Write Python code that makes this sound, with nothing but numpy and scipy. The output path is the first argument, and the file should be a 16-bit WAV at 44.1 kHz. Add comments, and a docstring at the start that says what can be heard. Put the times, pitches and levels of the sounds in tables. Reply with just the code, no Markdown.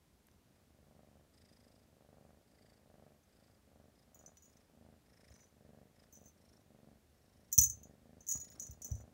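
"""A kitten purrs close to a phone, on a cushion in a quiet room, and paws at a wand toy with jingle bells.
Its vocal folds snap through about 25 cycles a second and ring chest and throat: paired throbs as air
flows out, softer ones with nasal puffs as it flows in. Each jolt of the toy rattles a pellet in its bell.
Near the end the kitten pounces: the bells clash and paws thud on the cushion."""
import sys
import numpy as np
from scipy import signal
from scipy.fft import rfft, irfft, next_fast_len
from scipy.io import wavfile

SR = 44100
rng = np.random.default_rng(int(sys.argv[2]) if len(sys.argv) > 2 else 0)


def pcm_store(signal):
    """Save signal as 16-bit PCM."""
    levels = np.round(np.clip(np.atleast_2d(signal), -1, 1) * 32767)
    wavfile.write(sys.argv[1], SR, levels.astype(np.int16).T)


N = 402630
TIME = np.arange(N) / SR
TAIL_SAMPLES = SR // 3


def undb(db):
    """Decibels to gain."""
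    return 10 ** (np.asarray(db) / 20)


def unit(x):
    """Scale to rms 1."""
    return x / np.sqrt(np.mean(x ** 2))


def add(track, time_s, sound):
    """Mix a sound into the track."""
    i = int(np.clip(time_s * SR, 0, N - 1))
    track[i:i + len(sound)] += sound[:N - i]


def band(x, hz, width_hz):
    """One resonance, gain 1 at its centre."""
    return signal.lfilter(*signal.iirpeak(min(hz, .45 * SR), hz / min(width_hz, SR / 4), fs=SR), x)


def resonate(x, modes, order=1):
    """Parallel resonances (centre [Hz], width [Hz], gain [dB]); order 2 has steeper flanks."""
    out = 0
    for hz, width_hz, db in modes:
        y = band(x, hz, width_hz)
        out = out + undb(db) * (band(y, hz, width_hz) if order == 2 else y)
    return out


def colour(x, spectrum):
    """Filter with a smooth curve (frequency [Hz], gain [dB])."""
    hz, db = np.transpose(spectrum)
    half = next_fast_len(N // 2 + 1)
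    bins_hz = np.linspace(0, SR / 2, half + 1)
    gain = undb(np.interp(np.log1p(bins_hz), np.log(hz), db))
    return irfft(rfft(x, 2 * half) * gain)[:N]


def noise(spectrum):
    """Coloured noise, rms 1."""
    return unit(colour(rng.standard_normal(N), spectrum))


def fade(t60_s):
    """Exponential decay, cut after 1/3 s."""
    return undb(-60 * TIME[:TAIL_SAMPLES] / max(t60_s, .001))


def push(length_s, skew=1):
    """Smooth unit-area pulse; longer is duller. Skew > 1 builds slowly and lets go quickly."""
    shape = np.sin(np.pi * np.clip(TIME[:SR // 20] / length_s, 0, 1) ** skew) ** 2
    return shape / shape.sum()


def room(x, wet_db, t60_s=.25, delay_s=.0014):
    """Add the short tail of a furnished room."""
    tail = rng.standard_normal(TAIL_SAMPLES) * fade(t60_s) * (TIME[:TAIL_SAMPLES] > delay_s)
    return x + undb(wet_db) * signal.fftconvolve(x, tail / np.linalg.norm(tail))[:N]


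# room air spectrum: (frequency [Hz], density [dB])
AIR_SPECTRUM = [(15, -36), (28, -9), (52, -3), (80, -1.5), (140, -6.5), (230, -5.5), (330, -10), (520, -13),
                (1020, -20), (1800, -23), (2900, -25.5), (5000, -26.5), (13900, -30.5), (15500, -34)]
def room_tone(air_db=-71, drone_db=-77, drone_hz=75, drone_width_hz=22):
    """Faint steady air with a low drone."""
    drone = unit(resonate(rng.standard_normal(N), [(drone_hz, drone_width_hz, 0)], order=2))
    return undb(air_db) * noise(AIR_SPECTRUM) + undb(drone_db) * drone


# toy clicks: (time [s], level [dB], centre [Hz])
TOY_TICKS = [(.269, -61, 12000), (0.285, -61.5, 1460), (.314, -67, 5600), (4.371, -60.5, 3460),
             (7.585, -52.5, 1405), (9.01, -63, 1400)]
def toy_ticks(t60_s=.013):
    """Small dry clicks of the plastic toy."""
    track = np.zeros(N)
    for time_s, db, hz in TOY_TICKS:
        burst = unit(band(rng.standard_normal(TAIL_SAMPLES), hz, width_hz=.37 * hz))
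        add(track, time_s, undb(db) * burst * fade(t60_s))
    return track


# scuffs on the cover: (time [s], level [dB], t60 [s])
COVER_SCUFFS = [(7.583, -49.5, 0.048), (8.353, -50.5, 0.068), (8.39, -75, 0.28), (8.55, -66, 0.67),
                (8.859, -63.5, 0.28)]
def scuffs():
    """Claws and fur rub the cushion's cloth."""
    rub = np.zeros(N)
    for time_s, db, t60_s in COVER_SCUFFS:
        add(rub, time_s, undb(db) * fade(t60_s))
    return rub * noise([(100, -3), (310, 9), (420, -4), (700, -6), (1200, -8.5), (1900, -16.5),
                        (3000, -24.5), (10000, -44.5)])


# paw and toy landings: (time [s], peak [dB], push length [s])
LANDINGS = [(5.305, -54, 0.0063), (7.58, -29.5, 0.0057), (7.662, -43.5, 0.011), (8.354, -45.5, 0.0029),
            (8.692, -42.5, 0.0069), (8.912, -32, 0.0089)]
# cushion resonances: (centre [Hz], width [Hz], gain [dB])
CUSHION_MODES = [(75, 15, 0), (108.2, 22, -.5), (163, 38, -12)]
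def cushion(settle_db=-19.5, settle_t60_s=.54):
    """Soft blows set the cushion booming; its stuffing rumbles as it settles and its cover is scuffed."""
    thuds, settling = np.zeros((2, N))
    for time_s, db, length_s in LANDINGS:
        boom = resonate(np.r_[-push(length_s), np.zeros(TAIL_SAMPLES)], CUSHION_MODES)
        add(thuds, time_s, undb(db) * boom / np.abs(boom).max())
        add(settling, time_s, undb(db + settle_db) * fade(settle_t60_s))
    stuffing = unit(resonate(rng.standard_normal(N), CUSHION_MODES, order=2))
    return room(thuds + settling * stuffing + scuffs(), wet_db=-7.5)


# toy jolts: (time [s], level [dB], favoured pitch [Hz], overtone gain [dB], rattle length [s])
TOY_JOLTS = [(3.235, -61, 6250, -9, .01), (4.146, -46, 6880, 11, .015), (4.191, -48.5, 6900, -3, .07),
             (4.2618, -37, 6020, -14, .02), (4.37, -43.5, 5990, -6, .015), (4.423, -49, 6770, -1, 0.12),
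             (4.5685, -54, 6020, -6, .01), (5.3014, -55, 6900, -6, .03), (5.3408, -46, 6040, -8, 0.11),
             (5.4049, -46, 5920, -10, 0.086), (6.1259, -43.5, 6400, 4, .1), (6.1534, -41.5, 6000, -2, 0.16),
             (6.258, -45.5, 6320, 2, 0.056), (7.518, -40, 6250, 3, .01), (7.5275, -16.5, 5730, 4, 0.026),
             (7.5791, -8, 6014, 11, 0.025), (7.5847, -3, 6020, 1, 0.02), (7.6137, -13.5, 6760, 4, .03),
             (7.6368, -10.5, 6200, -1, .045), (7.6994, -24, 6240, -8, 0.045), (7.8318, -41, 6300, -4, .015),
             (8.2065, -46, 6344, -8, 0.042), (8.2676, -38, 6230, -4, .01),
             (8.2772, -30.5, 5973, -14, 0.023), (8.2866, -25.5, 6770, 0, .03),
             (8.3027, -25.5, 6300, 0, 0.059), (8.312, -21, 6690, -6, 0.069), (8.4007, -33, 6770, 1, .07),
             (8.501, -45, 6770, 6, 0.083), (8.5977, -27.5, 5760, -12, 0.1), (8.7101, -39, 6000, 6, .025),
             (8.8182, -29, 5960, -19, .04), (8.846, -27, 5960, 1, 0.061), (8.9157, -33.5, 5900, -4, 0.11)]
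def rattle(mean_gap_s=.011, bounce_db=-5, settle_db=-15, scatter_db=6, max_bounces=20):
    """Each jolt throws a pellet against its bell: one firm strike, then uneven, dying bounces."""
    strikes = []
    for time_s, db, hz, overtone_db, length_s in TOY_JOLTS:
        gaps, sizes = rng.uniform(-1, 1, (2, max_bounces))
        strikes.append((time_s, db, hz, overtone_db))
        for delay_s, size in zip(np.cumsum(mean_gap_s * (1 + gaps)), sizes):
            if delay_s < length_s:
                strike_db = db + bounce_db + settle_db * delay_s / length_s + scatter_db * size
                strikes.append((time_s + delay_s, strike_db, hz, overtone_db))
    return strikes


def muffle(strike_db, free_db=-28, free_t60_s=1.0):
    """Cushion damping: a middling blow lifts the bell free; lighter leaves it lying, harder presses in."""
    return fade(free_t60_s * undb(-.62 * abs(strike_db - free_db)))


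# bell shell modes: (frequency [Hz], level [dB], t60 [s])
SHELL_MODES = [(5870, -11.5, 0.046), (5960, -4.5, 0.13), (6000, -1, 0.066), (6250, -4, 0.15),
               (6040, -17.5, .07), (6770, -6.5, 0.23), (6880, -14, 0.11), (14500, -7.5, 0.051),
               (14960, -10, 0.0894), (15700, -5.5, .1)]
def shell_ring(strikes, ring_db=-7, focus_db=10, focus_width_hz=170, scatter_db=5.5, detune_hz=28):
    """The slit shells ring; the spot struck favours some modes and the resting pellet pulls the pitch."""
    hz, mode_db, t60_s = np.transpose(SHELL_MODES)
    t = TIME[:TAIL_SAMPLES]
    modes = np.array([np.exp(2j * np.pi * f * t) * fade(decay_s) for f, decay_s in zip(hz, t60_s)])
    track = np.zeros(N)
    for time_s, db, favoured_hz, overtone_db in strikes:
        favour_db = focus_db * np.exp(-((hz - favoured_hz) / focus_width_hz) ** 2)
        response_db = mode_db + np.where(hz > SR / 4, overtone_db, favour_db)
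        pull = np.exp(2j * np.pi * detune_hz * rng.uniform(-1, 1) * t)
        gains = undb(response_db + scatter_db * rng.uniform(-1.3, 1, len(hz)))
        weights = gains * np.exp(2j * np.pi * rng.random(len(hz)))
        ring = (pull * (weights @ modes)).imag / np.linalg.norm(weights)
        add(track, time_s, undb(db + ring_db) * muffle(db) * ring)
    # small shells barely radiate below their first mode
    return colour(track, [(1000, -42.5), (4000, -16.5), (5600, -6.5), (7000, 0), (10000, -1.5),
                          (14000, -1)])


# metal-on-metal clash: (frequency [Hz], gain [dB])
CLASH_SPECTRUM = [(1000, -40.5), (2400, -38.5), (3500, -26.5), (5000, -28), (5800, -8), (6400, 0),
                  (7100, -3), (7800, -6.5), (9000, -15.5), (12500, -18.5), (14300, -9), (15500, -15)]
# pellet skidding in the shell: (frequency [Hz], gain [dB])
SCRAPE_SPECTRUM = [(1000, -46.5), (4400, -27), (5600, -12), (6200, -0.5), (6900, -6), (7500, -9),
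                   (9000, -12.5), (12500, -31.5), (14300, -14.5), (15500, -17.5)]
def pellet_contact(strikes, clash_db=-4, clash_t60_s=.016, hard_db=-15, scrape_db=-17, scrape_t60_s=.1):
    """The pellet clashes, then skids: a chatter of tiny contacts, a few much harder than the rest."""
    impact, skid = np.zeros((2, N))
    for time_s, db, _, _ in strikes:
        harshness = undb(.28 * min(db - hard_db, 0))
        add(impact, time_s, undb(db) * harshness * fade(clash_t60_s))
        add(skid, time_s, undb(db) * muffle(db) * fade(scrape_t60_s))
    white = rng.standard_normal(N)
    grain_db = np.repeat(rng.uniform(-7, 7, N // 32 + 1), 32)[:N]
    chatter = unit(white * undb(grain_db))
    clash = undb(clash_db) * colour(impact * chatter, CLASH_SPECTRUM)
    scrape = undb(scrape_db) * colour(skid * chatter, SCRAPE_SPECTRUM)
    return clash + scrape


def bells():
    """Jingle bells: each pellet strike gives a ring and contact noise."""
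    strikes = rattle()
    return room(shell_ring(strikes) + pellet_contact(strikes), wet_db=-17)


def arch(t, start_s, end_s, crest, edge_db):
    """Air flow over one stroke: swells to a crest and sinks again."""
    crest_s = start_s + np.clip(crest, .05, .95) * (end_s - start_s)
    place = np.interp(t, [start_s, crest_s, end_s], [-1, 0, 1])
    return undb(edge_db * place ** 2)


def snaps(times_s, gains, scatter_db, jitter_s, length_s):
    """Vocal fold snaps, each a little different in size, timing and softness."""
    track = np.zeros(N)
    for time_s, gain, (size, late, soft) in zip(times_s, gains, rng.uniform(-1, 1, (len(times_s), 3))):
        snap_s = length_s * np.exp(.2 * soft)
        pulse = -gain * undb(scatter_db * size) * push(snap_s, skew=2.27)
        add(track, time_s - snap_s + jitter_s * late, pulse)
    return track


# inward strokes: (start [s], end [s], rate [Hz], flow [dB], rasp re nose [dB], crest [0-1], nose [Hz])
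IN_STROKES = [(0.474, 0.65, 27.75, -16, -2, .5, 5000), (1.328, 1.858, 26.48, -3, -8, 0.06, 4870),
              (2.464, 2.797, 27.08, -5.5, -3, 0.74, 4600), (3.28, 3.573, 27.32, -8, -7, .6, 4750),
              (3.943, 4.047, 27.27, -8, -8, .7, 4950), (4.444, 4.65, 26.63, -8, -6, .85, 5140),
              (5.049, 5.47, 27.08, -3, -0.5, 0.62, 5140), (5.948, 6.072, 27.1, -4, -2.5, 0.75, 5020),
              (6.364, 6.621, 25.94, -5, -11, 0.6, 5380), (7.131, 7.545, 26.43, -9.5, -5.5, 1, 5400),
              (8.291, 8.745, 27.63, 2.5, -9, 0.32, 5370)]
# nasal resonances with a faint whistle: (centre [x nose frequency], width [Hz], gain [dB])
NOSE_MODES = [(0.801, 1220, -2), (0.999, 740, 5), (1.031, 160, -2), (1.72, 2200, -5)]
def purr_in(closing_db=-10, closing_cycles=.55, puff_cycles=.41, puff_width_cycles=.15,
            rasp_hz=1900, rasp_width_hz=800):
    """A firm and a faint snap per cycle; between them a puff rasps in the throat and hisses in the nose."""
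    folds, puffs = np.zeros((2, N))
    air = rng.standard_normal(N)
    for start_s, end_s, rate_hz, flow_db, rasp_db, crest, nose_hz in IN_STROKES:
        times_s = np.arange(start_s, end_s, 1 / rate_hz)
        force = undb(.44 * flow_db) * arch(times_s, start_s, end_s, crest=2 / 3, edge_db=-5)
        folds += snaps(times_s, force, scatter_db=2.5, jitter_s=.00055, length_s=.0025)
        folds += snaps(times_s + closing_cycles / rate_hz, force * undb(closing_db),
                       scatter_db=1.5, jitter_s=.00097, length_s=.0012)
        during = (TIME >= start_s) & (TIME < end_s)
        phase = (TIME[during] - start_s) * rate_hz % 1
        gate = np.exp(-.5 * ((phase - puff_cycles) / puff_width_cycles) ** 2)
        modes = [(ratio * nose_hz, width_hz, db) for ratio, width_hz, db in NOSE_MODES]
        hiss = unit(resonate(air[during], modes, order=2))
        rasp = unit(resonate(air[during], [(rasp_hz, rasp_width_hz, 0)], order=2))
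        flow = undb(flow_db) * arch(TIME[during], start_s, end_s, crest, edge_db=-9)
        add(puffs, start_s, flow * gate * (hiss + undb(rasp_db) * rasp))
    return folds, puffs


# outward strokes: (start [s], end [s], rate [Hz], level [dB], snap length [s])
OUT_STROKES = [(.707, 1.277, 24.47, 1, 0.0021), (1.888, 2.414, 24.72, 1, 0.002),
               (2.819, 3.152, 24.3, 2, 0.0021), (3.635, 3.904, 24.14, 1, 0.0023),
               (4.079, 4.34, 24.9, -0.5, 0.0015), (4.699, 4.975, 26.32, 3.5, 0.0022),
               (5.527, 5.899, 24.2, 5, 0.0028), (6.089, 6.3, 23.42, 3, 0.0026),
               (6.664, 6.97, 23.8, 3.5, .0024), (7.733, 7.96, 24.27, 5, 0.0025),
               (7.982, 8.23, 26.58, 5.5, 0.0026), (8.738, 9.13, 26.44, 4, 0.0022)]
def purr_out(gain_db=.43, closing_db=-5, closing_cycles=.34):
    """The folds snap twice per cycle, opening softly and closing more crisply."""
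    folds = np.zeros(N)
    for start_s, end_s, rate_hz, db, length_s in OUT_STROKES:
        times_s = np.arange(start_s, end_s, 1 / rate_hz)
        flow = undb(db + gain_db) * arch(times_s, start_s, end_s, crest=.65, edge_db=-9)
        folds += snaps(times_s, flow, scatter_db=1.5, jitter_s=.0005, length_s=length_s)
        folds += snaps(times_s + closing_cycles / rate_hz, flow * undb(closing_db),
                       scatter_db=2.5, jitter_s=.00096, length_s=.88 * length_s)
    return folds


# chest and throat resonances: (centre [Hz], width [Hz], gain [dB])
CHEST_MODES = [(93.9, 67, 1), (205, 145, 5.5)]
THROAT_MODES = [(481, 402, 0), (642, 367, 1), (1250, 1600, -1)]
# throat gain re chest: (time [s], gain [dB])
THROAT_GAIN = [(0, 2.5), (1.1, -1), (2.25, 2), (3.05, 3), (4.8, -1), (5.7, 3.5), (6.9, 0), (9, 0)]
def kitten(throb_db=-22, puff_db=-66.5, flutter_db=-20, flutter_t60_s=.1):
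    """Fold snaps ring chest and throat; turbulent air flutters after each one."""
    inward, puffs = purr_in()
    folds = purr_out() + inward
    smoothing = fade(flutter_t60_s) / fade(flutter_t60_s).sum()
    effort = np.sqrt(signal.fftconvolve(folds ** 2, smoothing)[:N].clip(0))
    turbulence = noise([(30, -5), (700, -15), (1800, 13), (4000, -17), (12000, -50)])
    drive = folds + undb(flutter_db) * effort * turbulence
    chest = resonate(drive, CHEST_MODES)
    throat_db = np.interp(TIME, *np.transpose(THROAT_GAIN))
    throat = undb(throat_db) * resonate(drive, THROAT_MODES, order=2)
    return room(undb(throb_db) * (chest + throat), wet_db=-8.5) + undb(puff_db) * puffs


def scene():
    """Kitten, toy and cushion at one microphone."""
    return (kitten() + bells() + toy_ticks() + cushion() + room_tone())[None]


def record(dry, low_cut_hz=42, high_cut_hz=15600):
    """The phone thins the deepest bass and cuts the top."""
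    thin = signal.sosfilt(signal.butter(2, low_cut_hz, "high", fs=SR, output="sos"), dry)
    return signal.sosfilt(signal.ellip(8, .2, 70, high_cut_hz, fs=SR, output="sos"), thin)


dry = scene()
out = record(dry)
pcm_store(out)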